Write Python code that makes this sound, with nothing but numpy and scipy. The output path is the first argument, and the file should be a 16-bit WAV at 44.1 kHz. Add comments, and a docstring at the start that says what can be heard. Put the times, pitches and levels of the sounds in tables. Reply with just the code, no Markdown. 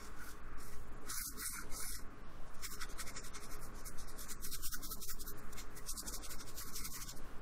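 """A dry bristle brush works paint over paper clipped to a board on a desk, under a single microphone.
Six sweeps, then quick scrubbing: noise-like bristle slips are shaped into rasp and fizz on the grain,
and drive dull resonances of the board. Filtered noise makes the room's air and hums, and a desk sway
below hearing. Weak bands fall silent under loud strokes and the stereo image widens in patches."""
import sys
import numpy as np
from scipy import signal
from scipy.fft import rfft, irfft, next_fast_len
from scipy.io import wavfile
from scipy.ndimage import uniform_filter1d

SR = 44100
rng = np.random.default_rng(int(sys.argv[2]) if len(sys.argv) > 2 else 0)


def rack_gain(trim_db):
    """Turn a fader trim in dB into the linear factor to multiply a signal by."""
    fader = np.asarray(trim_db, float)
    return 10 ** (fader / 20)


def unload_wav(signal):
    """Save mono or channel-first audio to the path in sys.argv[1] as 16-bit WAV at rate SR, clipped to [-1, 1]."""
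    wavfile.write(
        sys.argv[1],
        SR,
        np.round(np.clip(np.atleast_2d(signal).T, -1, 1) * 32767).astype(np.int16),
    )


N = 327150


def level(x, rms_db):
    """Scale to an rms level."""
    return x * rack_gain(rms_db) / np.sqrt(np.mean(x ** 2))


def ring(x, freq_hz, width_hz):
    """One resonance: a two-pole peak filter."""
    return signal.lfilter(*signal.iirpeak(freq_hz, freq_hz / width_hz, fs=SR), x)


def walk(rate_hz):
    """Random levels held 1 / rate_hz s and smoothed twice; spread near 1."""
    hold = int(SR / rate_hz)
    steps = np.repeat(rng.standard_normal(N // hold + 1), hold)
    return 1.47 * uniform_filter1d(uniform_filter1d(steps, hold), hold)[:N]


def response(points, size):
    """Gain per FFT bin through (freq_hz, gain_db) points, falling steeply outside them."""
    freq_hz, gain_db = np.transpose(points)
    log_hz = np.log(freq_hz)
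    log_f = np.log(np.fft.rfftfreq(size, 1 / SR) + 1e-3)
    outside = np.maximum(log_hz[0] - log_f, 0) + np.maximum(log_f - log_hz[-1], 0)
    return rack_gain(np.interp(log_f, log_hz, gain_db) - 60 * outside)


def patches(x, points, tilt_db, patchy_db, rate_hz, count):
    """Colour x to rms 1, then tilt each band by its lower edge and let its level wander on its own."""
    size = next_fast_len(N)
    spectrum = rfft(x, size) * response(points, size)
    f = np.fft.rfftfreq(size, 1 / SR)
    edges_hz = np.geomspace(points[0][0], points[-1][0], count + 1)
    which = np.clip(np.searchsorted(edges_hz, f) - 1, 0, count - 1)
    bands = [irfft(spectrum * (which == k), size)[:N] for k in range(count)]
    wander = [rack_gain(tilt_db(edges_hz[k]) + patchy_db * walk(rate_hz)) for k in range(count)]
    return sum(b * w for b, w in zip(bands, wander)) / np.std(sum(bands))


def desk():
    """The desk rocks under the working arm and shakes the microphone: noise through slow resonances."""
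    # desk sway: freq_hz, width_hz (each of two passes), level_db
    sway = [(5, 2.5, -40), (11, 4, -46), (18, 8, -55)]
    return sum(level(ring(ring(rng.standard_normal(N), hz, width), hz, width), db)
               for hz, width, db in sway)


def room():
    """Air noise, wavering a little band by band, with hums of household machines as narrow noise."""
    # air colour: freq_hz, relative_db (per Hz)
    air_points = [(13, -28), (22, 1), (32, -11.5), (61, -26.5), (76, -31.5), (128, -26.5), (299, -22.5),
                  (372, -30.5), (416, -28), (974, -32.5), (1090, -26.5), (1510, -31), (2160, -41),
                  (3840, -48), (15600, -54.5)]
    # machine hums: freq_hz, width_hz, level_db
    hums = [(50.4, 3.7, -59.5), (99.4, 2, -71), (127, 8, -67), (200, 17.5, -68), (297.8, 14, -74),
            (414.7, 14.4, -68), (1089, 6.7, -75)]
    air_db = -53
    air = rack_gain(air_db) * patches(rng.standard_normal(N), air_points, lambda hz: 0, 1.83, 6, count=8)
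    hum = sum(level(ring(rng.standard_normal(N), hz, width), db) for hz, width, db in hums)
    return air + hum


def slips(scatter_db, flutter_db, rate_hz):
    """Countless bristle tips catch and let go, a few harder than the rest; the pressure flutters."""
    size_db = scatter_db * rng.exponential(size=N) + flutter_db * walk(rate_hz)
    return rng.standard_normal(N) * rack_gain(size_db)


def motion():
    """Amplitudes of rasp and fizz: each stroke speeds up, peaks and slows for the turn."""
    # long sweeps: contact_s, lift_s, rasp_start_db, rasp_lift_db, fizz_over_rasp_db (top speed)
    sweeps = [(-.02, 0.067, -66, -62, -5.5), (0.185, 0.313, -67, -59, 2), (0.602, 0.745, -64, -66, 4),
              (1.097, 1.279, -52, -50, 6), (1.397, 1.604, -49, -54.5, 5), (1.731, 1.958, -53.5, -51.5, 6)]
    # quick strokes: peak_s, length_ms (between -8 dB points), rasp_db, fizz_over_rasp_db
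    scrubs = [(2.48, 27, -70, -16), (2.549, 25, -67, -5), (2.652, 39, -45, -5.5), (2.725, 53, -50, -3),
              (2.823, 42, -49, -11), (2.909, 46, -56.5, -6.5), (3.009, 34.5, -48, -5.5),
              (3.084, 44, -52.5, -4.5), (3.178, 42, -49.5, -21.5), (3.263, 51, -55, -6),
              (3.36, 37, -51, -20), (3.433, 50, -58, -6.5), (3.536, 62, -58, 1), (3.639, 74, -63, 3),
              (3.787, 74, -62.5, -2.5), (3.874, 35, -53.5, 4.5), (4.005, 59, -57, -3),
              (4.095, 52, -58.5, 1.5), (4.215, 56, -51, -0.5), (4.312, 45, -49, -2.5), (4.458, 52, -49, -1),
              (4.538, 39, -44, -4), (4.656, 50, -45, -3.5), (4.741, 38, -46, -2), (4.853, 43, -47.5, -4.5),
              (4.922, 40, -45, -2.5), (5.037, 43.4, -48.5, -4.5), (5.1, 47, -47.5, -3),
              (5.215, 34, -51.9, -5.5), (5.285, 51, -53.5, -2), (5.39, 34, -64.5, 2.5),
              (5.532, 14, -59.5, -3), (5.591, 54, -53, -7.5), (5.776, 34, -57, 2.5),
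              (5.899, 47, -47.5, -1.2), (5.989, 45, -48, 0.5), (6.085, 39, -46, -4),
              (6.145, 46, -46.5, -1.5), (6.252, 37, -47.5, -12), (6.319, 44.5, -49, -4.5),
              (6.41, 42, -52, -12), (6.49, 50, -54.5, -8), (6.604, 72, -50, -4.5), (6.683, 39, -50.5, -5),
              (6.773, 72, -48.5, -4), (6.857, 41, -46.5, -3.5), (6.951, 83, -51, -4),
              (7.021, 43, -50, -7.5), (7.094, 52, -50, -10), (7.172, 31, -60.5, -2)]
    land_s, lift_s = 0.018, 0.027  # first 8 dB of swell or fade
    slow_dull_db = -7  # brightness lost at the slow ends of a sweep
    longest_turn_s, trail = 0.078, 1.13  # a longer wait is a pause; trail > 1 favours slowing down
    sharp, drag_db, drag_s = 1.79, -19, 0.057

    t = np.arange(N) / SR
    power = np.full((2, N), 1e-12)
    for start, lift, start_db, lift_db, bright_db in sweeps:
        along = np.clip((t - start) / (lift - start), 0, 1)
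        outside = np.maximum(start - t, 0) / land_s + np.maximum(t - lift, 0) / lift_s
        rasp_db = start_db + (lift_db - start_db) * along - 8 * outside ** 1.1
        fizz_db = rasp_db + bright_db + slow_dull_db * (1 - np.sin(np.pi * along))
        power += rack_gain(np.array([rasp_db, fizz_db])) ** 2

    # the shorter the turn between two strokes, the quicker one fades and the next swells
    gaps_s = np.diff(np.array(scrubs)[:, 0], prepend=0, append=N / SR + 1)
    turns_s = np.minimum(gaps_s, longest_turn_s)
    for (peak_s, length_ms, rasp_db, bright_db), before, after in zip(scrubs, turns_s, turns_s[1:]):
        rise_ms = length_ms * before / (before + trail * after)
        near = slice(int((peak_s - .15) * SR), int((peak_s + .15) * SR))
        dt = t[near] - peak_s
        u = np.abs(dt) * 1000 / np.where(dt < 0, rise_ms, length_ms - rise_ms)
        stroke = rack_gain(-8 * u ** sharp) ** 2
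        # the bristles still drag and flip over while the hand turns
        drag = rack_gain(drag_db - 20 * (dt / (2 * drag_s)) ** 2) ** 2
        power[:, near] += rack_gain(np.array([[rasp_db], [rasp_db + bright_db]])) ** 2 * (stroke + drag)
    return np.sqrt(power)


def brush():
    """Slips heard directly as rasp and fizz, and through the board's resonances."""
    # bristles on paper grain, lower and upper range: freq_hz, relative_db (per Hz)
    rasp_points = [(2400, -13.5), (3000, -13), (3500, -7.5), (4000, -2.5), (4800, -0.5), (5600, 2.5),
                   (7000, 0.5), (9000, -4.5)]
    fizz_points = [(9000, -4), (10500, -1), (12000, -1), (13000, -0.5), (14200, 1), (15700, -6.5)]
    # board and sheet resonances: freq_hz, width_hz (each of two passes), relative_db
    modes = [(1153, 255, -3.5), (1310, 97, 2.5), (1423, 220, 2), (1962, 192, -4.5), (2125, 245, -4.5)]
    # brush hold: time_s, finest_tips_db, board_pressure_db, upper_modes_db
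    grip = [(0, -3, 10.5, -10), (.26, -1, 9.5, -4), (.33, 0.5, -11, -3), (.7, -3, 4, 4),
            (1.1, -6, -0.5, 3.5), (1.22, -4, -0.5, -10), (1.4, 1.5, -3, -0.5), (1.55, -12, 7, -2.5),
            (1.9, -9, 2, 1.5), (2.65, 1.5, -3, 0), (3, -5.5, 2, 5.5), (3.45, -1, -3, 6), (4, -10, -1, 1),
            (4.5, 3.5, -9.5, -2), (5.2, 4, -8.5, -3.5), (5.6, 3, -5.5, 4), (6, -7, -5, -2.5),
            (6.3, 1.5, -4.5, 0.5), (7.2, 1, -3, 1)]
    stiff_base_db, stiff_per_dull = 1, 0.77  # slow, dull contact scrapes lower

    rasp, fizz = motion()
    time_s, *columns = np.transpose(grip)
    fine_db, press_db, upper_db = (np.interp(np.arange(N) / SR, time_s, c) for c in columns)
    bright_db = np.clip(20 * np.log10(fizz / rasp), -8, 12)
    stiff_db = stiff_base_db - stiff_per_dull * bright_db
    # the hand keeps pressing through the turns
    board = rack_gain(press_db) * np.sqrt(uniform_filter1d(rasp ** 2, size=1200) + 1e-12)
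    tips = slips(1.93, 1.37, 150)
    push = slips(2.15, 3.3, 60)

    # other bristles keep taking the load, so the colour shifts in patches
    wood = 0
    for hz, width, db in modes:
        gain_db = db + upper_db * (hz > 1700) + 3.76 * walk(18)
        wood = wood + rack_gain(gain_db) * ring(ring(push, hz, width), hz, width)
    low = patches(tips, rasp_points, lambda hz: stiff_db * (hz < 3500), 2.3, 22, count=9)
    high = patches(tips, fizz_points, lambda hz: fine_db * (hz > 12000), 2.5, 22, count=7)
    return rasp * low + fizz * high + board * level(wood, -1.18)


def scene():
    """A single microphone feeds both channels."""
    return np.tile(brush() + room() + desk(), (2, 1))


def band_limit(x):
    """A steep low-pass at the top of the band."""
    return signal.sosfilt(signal.butter(12, 15760, fs=SR, output="sos"), x)


def record(dry):
    """Bands below a frequency-dependent threshold, set by treble loud for a while, fall silent."""
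    # threshold relative to the treble: freq_hz, margin_db
    margin = [(150, 5), (400, 0.5), (750, 0), (1400, -3), (2000, -6.5), (3000, -6), (4200, -9),
              (6000, -10.5), (11000, -9), (15000, -18)]
    top_hz, soft_db, memory_s, linger_db = 15760, 0.5, 0.083, 4
    quiet_db, drop_share = 9, 0.36  # quiet limit above the treble's lowest tenth; share of frames
    wide_share, wide_db = .16, -8

    hop = 1024
    f, _, z = signal.stft(dry[0], SR, nperseg=2 * hop, noverlap=hop, window="cosine")
    edges_hz = np.r_[0, np.arange(170, 2000, 170), 2000 * 1.12 ** np.arange(19)]
    band = np.searchsorted(edges_hz, f, side="right") - 1
    power = np.array([np.mean(np.abs(z[band == k]) ** 2, axis=0) for k in range(len(edges_hz))])
    treble = power[edges_hz > 4000].mean(axis=0)

    # slow to close in, quick to let go when the treble stops
    keep = np.exp(-hop / SR / memory_s)
    smoothed = signal.lfilter([1 - keep], [1, -keep], treble)
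    recent = np.minimum(smoothed, treble * rack_gain(linger_db) ** 2)
    margin_hz, margin_db = np.transpose(margin)
    threshold_db = np.interp(np.log(edges_hz + 1), np.log(margin_hz), margin_db)
    over_db = 10 * np.log10(power / (recent + 1e-20) + 1e-20) - threshold_db[:, None]
    audible = 1 / (1 + np.exp(np.clip(-over_db / soft_db, -40, 40)))
    z = z * (f < top_hz)[:, None] * audible[band]

    # in quiet moments the treble drops out for an instant, from the top down
    quiet = treble < np.quantile(treble, .1) * rack_gain(quiet_db) ** 2
    draw = rng.random((2, len(treble)))
    cut_hz = np.where(quiet & (draw[0] < drop_share), 2500 + 11000 * draw[1], SR)
    spared = rng.random(power.shape) < .3 * (edges_hz < 9000)[:, None]
    z = z * ((f[:, None] < cut_hz) | spared[band])

    # the image widens in short patches, often over many bands at once
    chance = rng.random(power.shape) * .5 + rng.random(power.shape[1]) * .5
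    wide = (chance < np.quantile(chance, wide_share)) * rack_gain(wide_db)
    side_z = z * wide[band] * np.exp(2j * np.pi * rng.random(z.shape)) * (f > 90)[:, None]
    mid, side = (signal.istft(v, SR, nperseg=2 * hop, noverlap=hop, window="cosine")[1][:N]
                 for v in (z, side_z))
    hiss = rack_gain(-101) * rng.standard_normal((2, N))
    mix = np.array([mid + side, mid - side]) + hiss
    return band_limit(mix)


dry = scene()
out = record(dry)
unload_wav(out)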